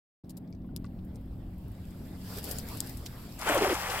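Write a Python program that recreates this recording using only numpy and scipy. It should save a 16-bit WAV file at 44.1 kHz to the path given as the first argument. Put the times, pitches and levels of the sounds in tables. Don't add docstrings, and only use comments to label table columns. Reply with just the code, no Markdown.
import sys
import numpy as np
from scipy import signal
from scipy.fft import rfft, irfft, next_fast_len
from scipy.io import wavfile
from scipy.ndimage import uniform_filter1d, map_coordinates

SR = 44100
rng = np.random.default_rng(int(sys.argv[2]) if len(sys.argv) > 2 else 0)


def natural_amplitude(level_db):
    exponent = np.asarray(level_db, float) / 20
    return 10 ** exponent


def wav_record(signal):
    frames = np.transpose(np.atleast_2d(signal))
    bounded = np.clip(frames, -1, 1)
    quanta = np.round(bounded * 32767).astype(np.int16)
    wavfile.write(sys.argv[1], SR, quanta)


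N = 176400
TOP_HZ = 15850


def unit(x):
    return x / np.sqrt(np.mean(x ** 2) + 1e-20)


def along(points, hz):
    f, v = np.transpose(points)
    return np.interp(np.log(hz + 1), np.log(f + 1), v)


def curve(rows):
    return np.interp(np.arange(N) / SR, *np.transpose(rows))


def wobble(rate):
    knots = rng.standard_normal(int(N * rate / SR) + 4)
    return map_coordinates(knots, [np.arange(N) * rate / SR])


def filtered(x, response):
    m = next_fast_len(N + 8192)
    return irfft(rfft(x, m) * response(np.fft.rfftfreq(m, 1 / SR)), m)[..., :N]


def spread(pair, gain, alike):
    def mid_side(hz):
        turn = np.arccos(np.clip(along(alike, hz), -1, 1)) / 2
        return gain(hz) * [np.cos(turn), np.sin(turn)]

    mid, side = filtered(pair, mid_side)
    return unit(np.array([mid + side, mid - side]))


def noise(patchy_db):
    z = signal.stft(rng.standard_normal((2, N)), nperseg=512)[2]
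    field = uniform_filter1d(uniform_filter1d(rng.standard_normal(z.shape[1:]), 6, 0), 8, 1)
    return signal.istft(z * natural_amplitude(patchy_db * unit(field)), nperseg=512)[1][:, :N]


def grains(count, t0, t1, mid_hz, spread_oct, cycles, spiky_db, size):
    r, t = rng.random((count, 4)), np.arange(size) / SR
    hz = np.clip(mid_hz * 2 ** (spread_oct * (2 * r[:, 1:2] - 1)), 200, 16000)
    level = natural_amplitude(-spiky_db * np.log(r[:, 2:3] + 1e-4))
    rise = 1 + 0.112 * t * hz / cycles
    body = level * np.exp(-t * hz / cycles) * np.sin(2 * np.pi * hz * t * rise)
    start = ((t0 + (t1 - t0) * r[:, :1]) * SR).astype(int)
    at = start + np.arange(size) + (r[:, 3:] > .5) * (N + size)
    out = np.bincount(at.ravel(), body.ravel(), 2 * (N + size)).reshape(2, -1)[:, :N]
    return unit(out) * np.sqrt((t1 - t0) * SR / N)


# time_s, level_db
AMBIENCE = [(.24, -50), (.8, -47.5), (1.6, -50), (2.7, -48.5), (4, -54.5)]
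# pitch_hz, level_db (per Hz)
WIND_COLOUR = [(18, -4), (38, 4), (70, 4), (130, 0), (200, -26), (300, -120)]
# pitch_hz, level_db (per Hz)
FAR_COLOUR = [(60, -33), (110, 0.5), (190, -1.5), (330, -7), (430, -15.5), (712, -20), (1900, -48.5),
              (5000, -79.5)]
# pitch_hz, drift_hz, level_db
HULL_HUMS = [
    (181.34, 1.564, -48),
    (223.5, 2.18, -54),
    (261.3, 2.206, -53),
    (313.9, 6, -59.5),
]
BUFFET_S, BUFFET_DB, BUFFET_BEFORE_DB = .51, -43.5, -13
GUST_DB = 1.5


def lake():
    air, t = curve(AMBIENCE), np.arange(N) / SR
    wind = spread(noise(patchy_db=0.5), lambda f: natural_amplitude(along(WIND_COLOUR, f)), [(50, .99)])
    not_yet = np.clip((BUFFET_S - t) / 0.018, 0, 1)
    wind_db = BUFFET_DB + BUFFET_BEFORE_DB * not_yet + GUST_DB * wobble(5.06)
    far_alike = [(200, 0.98), (800, 0.7), (3000, 0.17)]
    far = spread(noise(patchy_db=1.0), lambda f: natural_amplitude(along(FAR_COLOUR, f)), far_alike)
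    far_db = air + 1 + 1.26 * wobble(12)
    hum = np.zeros(N)
    for hz, drift_hz, db in HULL_HUMS:
        level = natural_amplitude(db + 2.0 * wobble(7.7))
        hum += level * np.sin(2 * np.pi * np.cumsum(hz + drift_hz * wobble(9)) / SR)
    return natural_amplitude(wind_db) * wind + natural_amplitude(far_db) * far + natural_amplitude(1.53 * (air - air.mean())) * hum


# time_s, level_db
SWING_EFFORT = [(.3, -77), (.74, -78), (.82, -73), (1.5, -69.5), (2.2, -58.5), (2.3, -48), (2.39, -44),
                (2.415, -53), (2.5, -42.5), (2.54, -46), (2.56, -46.5), (2.64, -52), (2.72, -47.5),
                (2.9, -50), (3.02, -56.5), (3.4, -54.5)]
# pitch_hz, level_db (per Hz)
SWISH_COLOUR = [(250, -35), (400, -1), (910, -7), (3500, -14.5), (6000, -33)]
# pitch_hz, level_db
MIC_COLOUR = [(1500, -23), (3000, -10.5), (4930, 0.5), (6500, -11), (7500, -2.5), (10000, -8), (12200, 0.5),
              (15500, -7)]
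# pitch_hz, level_db
STILL_COLOUR = [(1500, -24), (3000, -10), (4930, -1), (6500, -18), (8000, -5), (10000, -10), (12200, -1),
                (15500, -3)]
DROP_SPIKY_DB = 2.5


def net():
    effort = curve(SWING_EFFORT)
    drops = grains(count=2500, t0=0, t1=4, mid_hz=9000, spread_oct=1.0, cycles=1.5,
                   spiky_db=DROP_SPIKY_DB, size=80)
    wet_mesh = noise(patchy_db=-2.0) + 0.32 * drops
    hiss = spread(wet_mesh, lambda f: natural_amplitude(along(MIC_COLOUR, f)), [(3000, 0.21), (9000, 0.07)])
    swish = spread(noise(patchy_db=2.9), lambda f: natural_amplitude(along(SWISH_COLOUR, f)), [(500, 0.71), (3000, 0.2)])
    still = spread(noise(patchy_db=2.2), lambda f: natural_amplitude(along(STILL_COLOUR, f)), [(3000, .3), (9000, .1)])
    moving = np.clip((effort + 74) / 14, 0, 1)
    mesh = np.sqrt(moving) * hiss + np.sqrt(1 - moving) * still
    swish_db = -56.5 + 0.72 * (effort + 56.5) + wobble(9.03)
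    return natural_amplitude(effort + 0.71 * wobble(24.88)) * mesh + natural_amplitude(swish_db) * swish


# start_s, level_db (peak), left_right_db, rustle_db (over tick), pitch_hz
GATHER_TICKS = [(.246, -57.5, -3, -7, 4500), (.296, -43.5, 5.5, -4.5, 8000), (.306, -45, 4, -6.5, 8000),
                (.371, -40.5, 5, -8.5, 9000), (.505, -60.5, 6, -11, 13000), (.527, -49, 4, -10, 5000),
                (.55, -52, 9, -16, 5000), (.7635, -25.5, 5, -18, 6500), (.844, -46, 11, -18, 3000),
                (.989, -51, 9, -9.5, 3200), (1.049, -54, 10, -7, 13000), (1.158, -44, 7, -14, 7550),
                (1.582, -50, 12, -14, 12000), (1.718, -51, 14, -14, 12000), (1.908, -49, 10, -12, 8000)]
THROW_TICKS = [(2.386, -30, 11, -16, 12000), (2.430, -36, 2, -12, 10000), (2.442, -32.5, 8, -5, 11000),
               (2.5125, -23.5, 7.5, -9, 10100), (2.5858, -22, 6.5, -14.5, 10000),
               (2.688, -32, 9.5, -15, 13000), (2.7725, -36.5, 16, -10, 9000),
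               (2.8047, -12.5, 5, -23.5, 7100), (2.864, -36, 8, -22, 13000),
               (2.8727, -32.5, 10, -14, 12000), (2.895, -42.5, 19, -6, 11000),
               (2.9725, -36.5, 9, -11.5, 9000), (3.058, -38, 2, -8, 9000), (3.0625, -27, -1, -7, 3800),
               (3.392, -34, 13, -8.5, 8000), (3.4155, -35.5, 11, 0, 4000)]
DRIPS = [(.475, -62, 3, -3, 4800), (.62, -62, 4, -12, 5000), (.665, -66, 5, -6, 12000),
         (.8208, -64, 6.5, -14, 14000), (.853, -54, 8, -8, 7600), (.864, -56, 6, -3, 4200),
         (1.146, -58, 6, -6, 7500), (1.2139, -56, 6, -14, 14000), (1.2583, -57, 6.5, -14, 14000),
         (1.5097, -60, 4.5, -12, 13000), (1.6145, -57, 5.5, -12, 13000), (1.6828, -52, 7, -12, 13000),
         (1.8365, -57, 4, -10, 12000), (2.326, -37, 3, -12, 2000), (2.372, -40, 6, -10, 8000),
         (2.451, -38, 8, -6, 12000), (2.49, -40, 7, -2, 12500), (2.525, -36, 7, -4, 12000),
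         (2.6, -38, 6, -8, 6000), (2.672, -44, 8, -8, 14000)]
WATER_SLAPS = [(3.4508, -23, 1.5, -8, 2000), (3.4662, -18, 1.5, -6, 1800), (3.4711, -30, 9, -6, 8000),
               (3.4901, -20, 9, -10, 8000), (3.52, -15, 2, -8, 1500), (3.5474, -22, 5, -12, 10500),
               (3.5779, -22, 8, -10, 6500), (3.6413, -17, 2.5, -6, 1800), (3.695, -30, 6, -14, 6000),
               (3.7047, -10, 3, -8, 2000), (3.7435, -23, 9.5, -14, 8500), (3.807, -22, 1, -8, 1500),
               (3.8843, -21, 1.5, -6, 1500), (3.9, -30, 6, -3, 5200), (3.932, -30, 8, -12, 10000)]
# start_s, level_db, pitch_hz
DECK_KNOCKS = [
    (.524, -33, 130),
    (.762, -25, 172),
    (2.983, -25, 121),
]
# start_s, level_db, pitch_hz
METAL_TAPS = [
    (.845, -45, 1140),
    (.845, -50, 1420),
    (.845, -52, 2000),
    (.845, -54, 2700),
    (.846, -54, 4300),
    (.527, -58, 2300),
    (.645, -56, 1060),
    (.69, -58, 1450),
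]
LEAD_S, SNAP_RISE_S, SNAP_S, RUSTLE_S = .004, .0006, .003, .011
TICK_WIDE, SPECK_WIDE = 1.7, 1.3
FAINT_DB = -48


def tick(rustle_db, mid_hz, wide, order):
    late = np.arange(SR // 20) / SR - LEAD_S
    z = rng.standard_normal((4, len(late)))
    snap_t60 = np.where(late < 0, 3 * SNAP_RISE_S, SNAP_S)
    snap = (1.2 * z[0] + 0.4 * z[1:3]) * natural_amplitude(-60 * np.abs(late) / snap_t60)
    rough = np.abs(uniform_filter1d(z[3], 40)) * 6 + 0.38
    swell = np.exp(-(late / np.where(late < 0, LEAD_S / 2, RUSTLE_S)) ** 2)
    rustle = natural_amplitude(rustle_db) * (.6 * z[0, ::-1] + .8 * z[1:3]) * rough * swell
    edges = [mid_hz / wide, min(mid_hz * wide, SR / 2.2)]
    return signal.sosfilt(signal.butter(order, edges, "band", fs=SR, output="sos"), snap + rustle)


def weights():
    ticks, rings, t = np.zeros((2, N + SR)), np.zeros(N + SR), np.arange(SR // 20) / SR
    clear = [(row, row[1] > FAINT_DB) for row in GATHER_TICKS + THROW_TICKS]
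    small = [(row, False) for row in DRIPS + WATER_SLAPS]
    for (s, db, pan_db, rustle_db, mid_hz), strong in clear + small:
        wide, order = (TICK_WIDE, 1) if strong else (SPECK_WIDE, 2)
        sides = natural_amplitude(db + np.array([[pan_db], [-pan_db]]) / 2)
        ticks[:, round((s - LEAD_S) * SR):][:, :len(t)] += sides * tick(rustle_db, mid_hz, wide, order)
    for rows, t60, crack in ((DECK_KNOCKS, .035, 0), (METAL_TAPS, .04, .3)):
        for s, db, hz in rows:
            ring = np.sin(2 * np.pi * hz * t) * natural_amplitude(-60 * t / t60) * (1 - np.exp(-t * hz * 2))
            ring += crack * rng.standard_normal(len(t)) * natural_amplitude(-60 * t / 0.11)
            rings[round(s * SR):][:len(t)] += natural_amplitude(db) * ring
    bright = filtered(ticks[:, :N], lambda f: natural_amplitude(0.58 * along(MIC_COLOUR, f) - 27 * (f > TOP_HZ)))
    return bright + filtered(rings[:N], lambda f: 1 / (1 + (f / 3000) ** 4))


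# start_s, level_db, first_pitch_hz, last_pitch_hz, length_s
CAVITIES = [(3.464, -33, 600, 400, .015), (3.473, -27.5, 885, 535, .04), (3.495, -28, 321, 269, 0.033),
            (3.512, -28.5, 788, 596, 0.025), (3.539, -24, 613.7, 501, 0.0396),
            (3.572, -25, 400, 258, 0.024), (3.605, -22.5, 461, 337, 0.047),
            (3.639, -25.5, 851, 509, 0.0343), (3.67, -29, 400, 330, 0.02), (3.692, -26, 650, 350, 0.02),
            (3.706, -23, 420, 300, 0.032), (3.88, -39.5, 485, 520, 0.037)]
GULP_OCTAVE_DB, GULP_ROUGH_DB, GULP_ROUGH_RAD = -11, 3, .65


def gulps():
    out = np.zeros(N + SR)
    for s, db, first_hz, last_hz, length_s in CAVITIES:
        u = np.arange(round(length_s * SR)) / (length_s * SR)
        rough = uniform_filter1d(rng.standard_normal((2, SR // 10)), size=120)[:, :len(u)] * 11
        phase = 2 * np.pi * np.cumsum(first_hz * (last_hz / first_hz) ** u) / SR
        phase = phase + GULP_ROUGH_RAD * rough[1]
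        tone = np.sin(phase) + natural_amplitude(GULP_OCTAVE_DB) * np.sin(2 * phase)
        out[round(s * SR):][:len(u)] += natural_amplitude(db + GULP_ROUGH_DB * rough[0]) * np.sin(np.pi * u) ** 0.46 * tone
    return filtered(out[:N], lambda f: 1 / (1 + (230 / (f + 1)) ** 6))


# time_s, level_db
LANDING_STRENGTH = [(3.385, -59.5), (3.42, -46), (3.455, -43.5), (3.466, -37), (3.496, -34), (3.536, -34.5),
                    (3.576, -35), (3.602, -38), (3.646, -35), (3.684, -40), (3.71, -37), (3.74, -39),
                    (3.775, -41.5), (3.85, -41.5), (3.91, -38.5), (4, -40)]
# pitch_hz, level_db (per Hz)
CHURN_COLOUR = [(200, -30), (330, -8), (750, -2), (1040, -5), (1790, -2.5), (3300, -9), (4200, -15),
                (15500, -22)]
# pitch_hz, likeness (0 to 1)
SPLASH_ALIKE = [(300, 1), (1000, 0.9), (2500, 0.8), (6000, .5)]
# pitch_hz, left_right_db
SPLASH_LEAN = [(400, 0.5), (2400, 2.5), (15000, 9)]
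BUBBLE_DB, BUBBLE_SPIKY_DB = -4, 2.3
SPLASH_LAG = 4


def splash():
    strength = np.where(np.arange(N) > 3.385 * SR, curve(LANDING_STRENGTH), -120)
    churn = spread(noise(patchy_db=-0.5), lambda f: natural_amplitude(along(CHURN_COLOUR, f)), SPLASH_ALIKE)
    bubble_colour = [(200, -15), (400, 12.5), (3300, 14), (4200, 0)]  # Hz, dB
    bubbles = grains(count=2000, t0=3.38, t1=4, mid_hz=1492, spread_oct=1.212, cycles=4.2,
                     spiky_db=BUBBLE_SPIKY_DB, size=500)
    bubbles = spread(bubbles, lambda f: natural_amplitude(along(bubble_colour, f)), SPLASH_ALIKE)
    patter = grains(count=1500, t0=3.38, t1=4, mid_hz=8000, spread_oct=0.77, cycles=2.2,
                    spiky_db=DROP_SPIKY_DB, size=100)
    spray = spread(noise(patchy_db=3.0) + .9 * patter,
                   lambda f: natural_amplitude(.6 * along(MIC_COLOUR, f)) / (1 + f / 9000), SPLASH_ALIKE)
    wet = natural_amplitude(strength - 0.2 + 0.93 * wobble(40)) * churn + natural_amplitude(strength + BUBBLE_DB) * bubbles
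    mist_db = np.where(strength > -100, -42.5 + .75 * (strength + 36), -120)
    mist = natural_amplitude(mist_db + 1.2 * wobble(20)) * spray

    def lean(f):
        left = natural_amplitude(along(SPLASH_LEAN, f) / 2) * np.exp(-1j * np.pi * f * SPLASH_LAG / SR)
        return left ** np.array([[1], [-1]])

    return filtered(wet + mist + gulps(), lean)


LEFT_LEADS_S = .00011


def scene():
    def to_left(f):
        return (natural_amplitude(.2) * np.exp(1j * np.pi * f * LEFT_LEADS_S)) ** np.array([[1], [-1]])

    bed = filtered(lake(), to_left) + net() + splash()
    return filtered(bed, lambda f: f < TOP_HZ) + weights()


def roll_off(x):
    return signal.sosfilt(signal.butter(12, 17000, fs=SR, output="sos"), x)


START_S, RISE_S = .2365, 0.0042


def record(dry):
    cut_in = np.clip((np.arange(N) / SR - START_S) / RISE_S, 0, 1)
    return roll_off(dry * cut_in)


dry = scene()
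out = record(dry)
wav_record(out)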